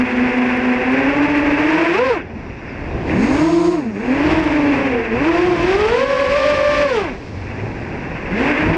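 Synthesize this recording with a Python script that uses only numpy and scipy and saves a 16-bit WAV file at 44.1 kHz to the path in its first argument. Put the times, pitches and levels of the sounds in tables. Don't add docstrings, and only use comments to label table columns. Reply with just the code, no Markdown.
import sys
import numpy as np
from scipy.fft import rfft, irfft, next_fast_len
from scipy.io import wavfile
from scipy.ndimage import uniform_filter1d, minimum_filter1d, map_coordinates

SR = 44100
rng = np.random.default_rng(int(sys.argv[2]) if len(sys.argv) > 2 else 0)


def dump(signal):
    limited = np.clip(np.atleast_2d(signal).T, -1, 1)
    pcm = np.round(limited * 32767).astype(np.int16)
    wavfile.write(sys.argv[1], SR, pcm)


N = 386757


def amp(db):
    return 10 ** (np.asarray(db) / 20)


def unit(x):
    return x / np.sqrt(np.mean(x ** 2) + 1e-20)


def steadied(x, window_s):
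    return x / np.sqrt(np.abs(uniform_filter1d(x ** 2, int(window_s * SR))) + 1e-9)


def curves(rows):
    times_s, *columns = np.transpose(rows)
    return [np.interp(np.arange(N) / SR, times_s, column) for column in columns]


def wobble(rate_hz):
    knots = rng.standard_normal(int(N * rate_hz / SR) + 4)
    coarse = np.arange(0, N, 16)
    return np.interp(np.arange(N), coarse, map_coordinates(knots, [coarse * rate_hz / SR]))


def filtered(x, response):
    size = next_fast_len(N + SR // 2)
    return irfft(rfft(x, size) * response(np.fft.rfftfreq(size, 1 / SR)), size)[:N]


def coloured(x, spectrum):
    points_hz, points_db = np.transpose(spectrum)
    return filtered(x, lambda hz: amp(np.interp(np.log(hz + 1), np.log(points_hz + 1), points_db)))


def noise(spectrum, gate=1):
    return unit(coloured(gate * rng.standard_normal(N), spectrum))


# (time [s], blade-pass rate [Hz])
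THROTTLE = [(0, 250.6), (.82, 250.7), (1.25, 295), (1.56, 290), (1.93, 343), (2.0, 492), (2.055, 546.4),
            (2.11, 502), (2.25, 135.5), (3.05, 127.4), (3.14, 162), (3.2, 204), (3.27, 246), (3.42, 312),
            (3.5, 332), (3.76, 355), (3.84, 245), (3.95, 195), (4.1, 257), (4.32, 326), (4.65, 289),
            (4.85, 274), (5.11, 222), (5.2, 268), (5.28, 331), (5.47, 367), (5.6, 333), (5.75, 399),
            (5.87, 438), (6.03, 551), (6.14, 563), (6.32, 562), (6.38, 592), (6.83, 586), (6.88, 552),
            (6.95, 461), (7.03, 366), (7.19, 127.8), (7.45, 110.2), (8.3, 164), (8.45, 282), (8.77, 334.3)]


def blade_rate_hz():
    return uniform_filter1d(curves(THROTTLE)[0], size=1300)


def speed_gain_db(knee_hz, below_db_per_oct, above_db_per_oct, lead_s=0):
    t = np.arange(N) / SR
    octaves = np.log2(np.interp(t + lead_s, t, blade_rate_hz()) / knee_hz)
    return below_db_per_oct * np.minimum(octaves, 0) + above_db_per_oct * np.maximum(octaves, 0)


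# (time [s], second [Hz], third [Hz], fourth [Hz])
STEERING = [(0, -4, 3, -30), (.8, -4, 4, -14), (1.15, -7, 13, -12), (1.8, -8, 20, -14),
            (2.06, -8, -25, -38), (2.4, -10, 10, -20), (3.2, 46, -22, 12), (3.36, 44.5, -6, 14),
            (3.52, 4.5, -22, 9), (3.76, 4, -30, -24), (3.95, -4.5, -8, 8.5), (4.15, 7.5, -8, 42),
            (4.3, 14, -22, 47), (4.5, 8, -24, 23.5), (4.75, -6, -24, 24), (4.86, -1, -20, 16),
            (4.98, -4, -18, 12), (5.15, -8, -5, 17.5), (5.3, -7, -16, 10), (5.5, 9, -28, -15),
            (5.75, -9, -52, -20), (6.05, -11, -42.5, -52.5), (6.3, -8, -48, -55.5), (6.4, -6, -52, -45.5),
            (6.82, -5, -50, -47), (6.94, 30, -8, 13), (7.05, 26, -10, 10), (7.2, -8.5, -25, 6),
            (7.65, -5.5, -14, 10), (8.35, -15, -21, 10.5), (8.52, -12, -53.5, 12), (8.62, -7, -22, 15),
            (8.72, -13.5, 22.5, -30.5)]
# (time [s], second [dB], rear pair [dB])
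LOAD = [(0, -4.5, -12.5), (1.1, -3.5, -8), (2.0, -7.5, -5), (3.25, -1.5, -10.5), (3.55, -12, -1.5),
        (3.8, -8.5, -5), (4.2, -9.5, -2.5), (4.7, -6, -6.5), (5.0, -6, -7), (5.4, -3, -4.5),
        (5.8, -12, -10.5), (6.1, -3, -2.5), (6.6, -5, -4), (6.95, -4, -11.5), (7.6, -2, -8.5),
        (8.77, -6.5, -3.5)]


def rotors(fourth_db=-3, hunt=0.004, flutter=0.0059, full_hz=520, kick=0.31, kick_hz=14, idle_hz=165):
    blade_hz = blade_rate_hz()
    second_db, rear_db = curves(LOAD)
    idling = 1 / (1 + (blade_hz / idle_hz) ** 10)
    headroom = 1 / (1 + (blade_hz / full_hz) ** 10)
    motors = []
    for offset_hz, db in zip([0, *curves(STEERING)], [0, second_db, rear_db, rear_db + fourth_db]):
        coast = .5 - np.cumsum(kick_hz * amp(2 * wobble(5)) / SR) % 1
        wander = hunt * wobble(25) + flutter * wobble(160)
        shaft_hz = (blade_hz + offset_hz) / 2 * (1 + headroom * wander + kick * idling * coast)
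        angle = 2 * np.pi * np.cumsum(shaft_hz) / SR + rng.uniform(0, 2 * np.pi)
        motors.append((angle, amp(db)))
    return motors


# (time [s], level [dB])
RUMBLE_LEVEL = [(0.03, -35), (0.1, -40), (0.7, -39.5), (1.3, -36), (1.54, -33), (1.75, -43), (2.15, -36.5),
                (2.36, -35.5), (2.55, -34.5), (2.73, -31.5), (2.92, -27.5), (3.3, -29), (3.62, -35.5),
                (3.88, -44), (4.2, -31.5), (4.32, -29), (4.43, -30.5), (5.02, -35), (5.65, -31),
                (6.72, -38), (6.87, -35.5), (7.65, -31.5), (7.88, -34.5), (7.97, -30.5), (8.16, -31),
                (8.35, -31), (8.55, -35.5), (8.7, -26), (8.77, -28.5)]
# (frequency [Hz], gain [dB])
RUMBLE_SPECTRUM = [(10, -23.5), (25, -10), (50, -3), (90, -4.5), (180, -8.5), (350, -10.5), (700, -18.5),
                   (1300, -29), (4000, -82.5), (11000, -110)]
# (time [s], level [dB])
EDGE_LEVEL = [(3.0, -70), (3.23, -39), (3.72, -35.5), (3.9, -57), (4.101, -50.5), (4.6, -73)]
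# (frequency [Hz], gain [dB])
EDGE_SPECTRUM = [(2300, -29), (3500, -3), (4600, 2.5), (5500, -2.5), (6050, -8.5), (6500, 2.5),
                 (7100, -6.5), (8500, -11), (9600, -18.5), (10600, -39)]
# (time [s], level [dB])
AIR_LEVEL = [(0, -63), (2.3, -62), (2.9, -56.5), (5.05, -66), (7.2, -50.5), (8.3, -54)]
# (frequency [Hz], gain [dB])
AIR_SPECTRUM = [(1500, -40), (3000, -2), (4000, -3.5), (4900, -2), (5700, -5.5), (6500, -11), (8000, -18.5),
                (9500, -30), (10700, -48), (11600, -63.5)]


def airflow(buffet_db=5.0, lump_db=1.5):
    downwash_db = speed_gain_db(knee_hz=253, below_db_per_oct=2, above_db_per_oct=6)
    rumble = unit(amp(lump_db * wobble(14)) * noise(RUMBLE_SPECTRUM))
    buffet = amp(curves(RUMBLE_LEVEL)[0] + buffet_db + downwash_db) * rumble
    edge_db = np.interp(np.arange(N) / SR, *np.transpose(EDGE_LEVEL), left=-120, right=-120)
    return buffet + amp(edge_db) * noise(EDGE_SPECTRUM) + amp(curves(AIR_LEVEL)[0]) * noise(AIR_SPECTRUM)


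# (time [s], level [dB])
TICKS = [(0.387, -43.5), (0.571, -40), (0.922, -37.5), (1.3763, -38.5), (4.3987, -41), (4.441, -35.5),
         (4.765, -44), (5.786, -34.5), (6.5792, -37)]
# (frequency [Hz], gain [dB])
TICK_SPECTRUM = [(1000, 7), (5000, -1), (8500, 1), (11500, -11)]


def frame_ticks(gain_db=4, t60_s=0.0083):
    out = np.zeros(N + SR)
    t = np.arange(SR // 50) / SR
    for start_s, db in TICKS:
        burst = amp(db + gain_db - 60 * t / t60_s) * rng.standard_normal(len(t))
        out[round(start_s * SR):][:len(t)] += burst
    return coloured(out[:N], TICK_SPECTRUM)


# (order [x shaft rate], level [dB])
COGGING = [(56, -58), (84, -64)]
# (frequency [Hz], gain [dB])
BELL_RESPONSE = [(2000, -29.5), (3300, -2.5), (4200, -3.5), (5000, 2), (5900, 2.5), (6250, -15.5),
                 (7000, -6.5), (8000, -25.5), (10000, -35.5), (10600, -25.5), (11200, -55)]


def motor_whine(motors, gain_db=-5, flicker_db=3, bearing_db=-62):
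    cogging = sum(gain * amp(db + flicker_db * wobble(47)) * np.sin(round(order) * angle)
                  for angle, gain in motors for order, db in COGGING)
    spin_db = speed_gain_db(knee_hz=262, below_db_per_oct=4, above_db_per_oct=0.5)
    whine = amp(gain_db + spin_db) * coloured(cogging, BELL_RESPONSE)
    return whine + amp(bearing_db) * noise(BELL_RESPONSE)


# (time [s], level [dB])
HIGH_WHINE_LEVEL = [(0, -74), (.85, -73), (.95, -90), (1.1, -120)]


def high_whine(flicker_db=2, jitter_rad=0.9):
    angle = np.pi * np.cumsum(blade_rate_hz()) / SR
    envelope = amp(curves(HIGH_WHINE_LEVEL)[0] + flicker_db * wobble(30))
    return envelope * np.sin(COGGING[1][0] * angle + jitter_rad * wobble(90))


# (time [s], length [s], shaft start [Hz], shaft end [Hz], level [dB], upper vs lower [dB])
CHIRPS = [(2.203, .035, 68, 52, -46, -12), (2.255, .06, 69, 52, -56, -8), (2.353, .07, 65, 57, -69, 2),
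          (2.445, .06, 72, 57, -62, -5), (2.48, .035, 73, 65, -65, 5), (2.525, .04, 69, 62, -63, -8),
          (2.565, .05, 62, 72, -58, -6), (2.655, .09, 62.4, 53, -61, 5), (2.675, .05, 67, 58, -60, 6),
          (2.873, .11, 69, 64, -56, -6)]


def motor_chirps(gain_db=1):
    out = np.zeros(N)
    for start_s, length_s, start_hz, end_hz, db, upper_db in CHIRPS:
        count = int(length_s * SR)
        angle = 2 * np.pi * np.cumsum(np.linspace(start_hz, end_hz, count)) / SR
        tones = np.sin(COGGING[0][0] * angle) + amp(upper_db) * np.sin(COGGING[1][0] * angle)
        out[round(start_s * SR):][:count] += amp(db + gain_db) * np.sqrt(np.hanning(count)) * tones
    return out


# (centre [s], half length [s], motor [0-3], order [x shaft rate], level [dB])
HUMS = [(2.365, 0.018, 0, 3, -26.5), (3.59, 0.25, 0, 1, -27), (4.86, 0.033, 1, 4, -24.5),
        (4.972, 0.061, 2, 4, -20.5), (5.147, 0.03, 2, 4, -23.5), (7.399, .12, 2, 2, -29),
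        (7.642, 0.077, 2, 2, -25), (8.343, 0.02, 0, 2, -23), (8.72, 0.024, 0, 1, -16.5)]


def frame_hum(motors):
    t = np.arange(N) / SR
    out = np.zeros(N)
    for centre_s, half_s, motor, order, db in HUMS:
        angle, _ = motors[round(motor)]
        swell = amp(db) * np.exp(-((t - centre_s) / half_s) ** 2)
        out += swell * np.sqrt(2) * np.sin(round(order) * angle)
    return out


# (time [s], level [dB])
CHURN = [(0, 2.5), (1.0, 3.5), (1.5, 2.5), (1.7, 5), (1.9, 9), (2.0, 1.5), (2.08, -1.5), (2.19, 3),
         (2.33, -2), (2.58, -1.5), (2.68, 3), (3.03, 2.5), (3.11, 8.5), (3.23, 2), (3.6, -9.5), (3.88, -10),
         (4.05, -3), (4.3, 1.5), (5.08, 1), (5.27, 1), (5.55, -1.5), (5.7, 1), (5.85, 0.5), (6.1, -1),
         (6.8, -2), (6.98, -2), (7.1, -4), (7.33, -1), (7.5, 7), (7.7, 2.5), (8.25, 3.5), (8.45, 4),
         (8.58, 6.5), (8.77, -1)]
# (frequency [Hz], gain [dB])
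ROAR_SPECTRUM = [(60, -19.5), (170, -0.5), (400, 12.5), (750, 7), (1080, 9.5), (1320, -10), (1700, -28.5),
                 (4000, -57.5), (11000, -100)]
# (frequency [Hz], gain [dB])
WASH_SPECTRUM = [(700, -26.5), (1100, -7), (1320, -5.5), (1550, 1.5), (2100, 1.5), (2650, 0), (2850, -7.5),
                 (3050, -23.5), (3400, -21.5), (4000, -44), (8000, -64), (11500, -91.5)]
# (time [s], level [dB])
HISS_LEVEL = [(0, 3), (1.5, 1.5), (1.85, 6.5), (1.93, 4.5), (2.02, -3.5), (2.2, 3), (2.6, 1), (3.1, 17),
              (3.2, 3), (3.32, 2), (3.6, -4), (3.9, -10), (4.3, 5), (5.1, 1), (5.4, 0.5), (5.75, 3.5),
              (6.1, 1), (6.86, -0.5), (6.97, 5), (7.04, 0), (7.15, 3), (8.45, 5), (8.6, 1.5), (8.77, -3)]
# (frequency [Hz], gain [dB])
HISS_SPECTRUM = [(1500, -38.5), (3000, 5.5), (4000, -4), (4900, -3), (5700, -7), (6500, -13), (8000, -19),
                 (9500, -29), (10700, -34.5), (11600, -61.5)]


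def turbulence(motors, roar_db=-30, roar_share=0.89, wash_db=-25.5, hiss_db=-35, chop=0.38, gust_db=1.02):
    churn_db = curves(CHURN)[0]
    speed_db = speed_gain_db(knee_hz=266, below_db_per_oct=13, above_db_per_oct=6.5, lead_s=0.0064)
    hiss_speed_db = speed_gain_db(knee_hz=357.6, below_db_per_oct=20.5, above_db_per_oct=10, lead_s=0.021)
    puffs = sum(gain * np.exp(chop * np.cos(2 * angle)) for angle, gain in motors)
    puffs = steadied(puffs, window_s=0.17) * amp(gust_db * wobble(60))
    roar = amp(roar_db + roar_share * churn_db + speed_db) * noise(ROAR_SPECTRUM, puffs)
    wash = amp(wash_db + churn_db + speed_db) * noise(WASH_SPECTRUM, puffs)
    hiss = amp(hiss_db + curves(HISS_LEVEL)[0] + hiss_speed_db) * noise(HISS_SPECTRUM, puffs)
    return roar + wash + hiss


# (order [x shaft rate], level [dB])
TIP_PARTIALS = [(4, -18.5), (6, -17), (8, -24), (14, -34.5), (16, -34.5), (18, -35.5), (20, -41.5)]


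def tip_scream(motors, onset_hz=435, rough_db=1.5, gain_db=-5, third_db=-10, sum_db=-25):
    flat_out = 1 / (1 + (onset_hz / blade_rate_hz()) ** 10)
    first, third = motors[0][0], motors[2][0]
    tips = sum(amp(gain_db + motor_db + db + rough_db * wobble(40)) * np.sin(round(order) * angle)
               for angle, motor_db in [(first, 0), (third, third_db)] for order, db in TIP_PARTIALS)
    sum_tone = amp(sum_db) * np.sin(2 * (first + third))
    return flat_out * (tips + sum_tone)


# (order [x shaft rate], level [dB])
OVERTONES = [(1, -19), (3, -16), (4, -8.5), (5, -21), (6, -10.5), (7, -19), (8, -14.5), (10, -19.5),
             (12, -19)]
# (time [s], level [dB])
BUZZ_LEVEL = [(0, -3), (1.0, 1), (1.5, 0), (1.8, 4), (2.1, 0), (3.25, 3.5), (3.45, -0.5), (3.7, -1),
              (3.92, -4.5), (4.35, 1.5), (4.6, 0.5), (4.9, 0), (5.1, -1.5), (5.4, 0), (5.68, -2),
              (6.1, -2.5), (6.85, -4.5), (7.02, -1.5), (8.4, 1.5), (8.77, -3)]
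# (frequency [Hz], gain [dB])
FRAME_RESPONSE = [(60, -19), (250, 9), (400, 4.5), (560, -2), (690, 0.5), (820, -0.5), (990, 2),
                  (1170, 0.5), (1350, -3.5), (1700, -29.5), (2700, 1), (3100, -12.5)]


def blade_buzz(motors, gain_db=-15, rough_db=3, smear_rad=0.36, clean_hz=440, bright_db=3, evenness=0.38):
    blade_hz = blade_rate_hz()
    tip_octaves = np.log2(blade_hz / blade_hz.max())
    wake_rad = smear_rad / (1 + (blade_hz / clean_hz) ** 6)
    shares = [(angle, gain ** (1 - evenness)) for angle, gain in motors]
    buzz = np.zeros(N)
    for order, db in OVERTONES:
        order = round(order)
        strength = amp(db + bright_db * tip_octaves * np.log2(max(order / 4, 1)))
        for angle, share in shares:
            phase = order * angle + wake_rad * wobble(70)
            buzz += strength * share * amp(rough_db * wobble(90)) * np.sin(phase)
    buzz /= np.sqrt(sum(share ** 2 for _, share in shares))
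    return amp(gain_db + curves(BUZZ_LEVEL)[0]) * coloured(buzz, FRAME_RESPONSE)


# (time [s], level [dB])
BLADE_LEVEL = [(0, 2), (1.1, 0.5), (2.05, 4), (2.15, 2.5), (2.55, -9.5), (3.0, 1), (3.14, 10), (3.22, 9),
               (3.32, 1), (3.45, 4.5), (3.7, 6.5), (3.92, -0.5), (4.7, 3.5), (5.05, -7.5), (5.4, 5),
               (5.62, -0.5), (5.78, 3.5), (6.85, 0.5), (6.97, 2), (7.1, -8.5), (7.3, -5.5), (7.6, 1),
               (8.77, -2.5)]
# (frequency [Hz], gain [dB])
STALL_SPECTRUM = [(50, -25), (85, 2), (125, -0.5), (200, 0), (350, 0.5), (520, -8), (750, -9), (1000, -11),
                  (1250, -31.5), (3000, -70), (11000, -110)]


def propellers(motors, tone_db=-17, rough_db=1.5, churn_share=0.56, jitter_rad=0.13,
               stall_hz=180, stall_db=-17):
    blade_db = curves(BLADE_LEVEL)[0]
    thrust_db = speed_gain_db(knee_hz=282, below_db_per_oct=11, above_db_per_oct=5.5, lead_s=0.025)
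    shake = amp(churn_share * curves(CHURN)[0])
    tones = np.zeros(N)
    for angle, gain in motors:
        flutter = amp(rough_db * shake * wobble(70))
        tones += gain * flutter * np.sin(2 * angle + jitter_rad * shake * wobble(90))
    drone = amp(tone_db + blade_db) * steadied(tones, window_s=0.24) + blade_buzz(motors)
    flapping = amp(stall_db + blade_db) * noise(STALL_SPECTRUM)
    driven = 1 / (1 + (stall_hz / blade_rate_hz()) ** 10)
    return amp(thrust_db) * (driven * drone + (1 - driven) * flapping)


def scene():
    motors = rotors()
    blades = propellers(motors) + tip_scream(motors) + turbulence(motors)
    whines = motor_whine(motors) + high_whine() + motor_chirps()
    return (airflow() + frame_ticks() + whines + frame_hum(motors) + blades)[None]


def record(dry, ceiling=0.52, release_db_per_s=26, top_hz=12000):
    over_db = 20 * np.log10(np.maximum(1, np.abs(dry[0]) / ceiling))
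    recovery_db = release_db_per_s * np.arange(N) / SR
    duck_db = np.maximum.accumulate(over_db + recovery_db) - recovery_db
    gain = uniform_filter1d(minimum_filter1d(amp(-duck_db), size=200), size=300)
    return filtered(dry[0] * gain, lambda hz: hz < top_hz)[None]


dry = scene()
out = record(dry)
dump(out)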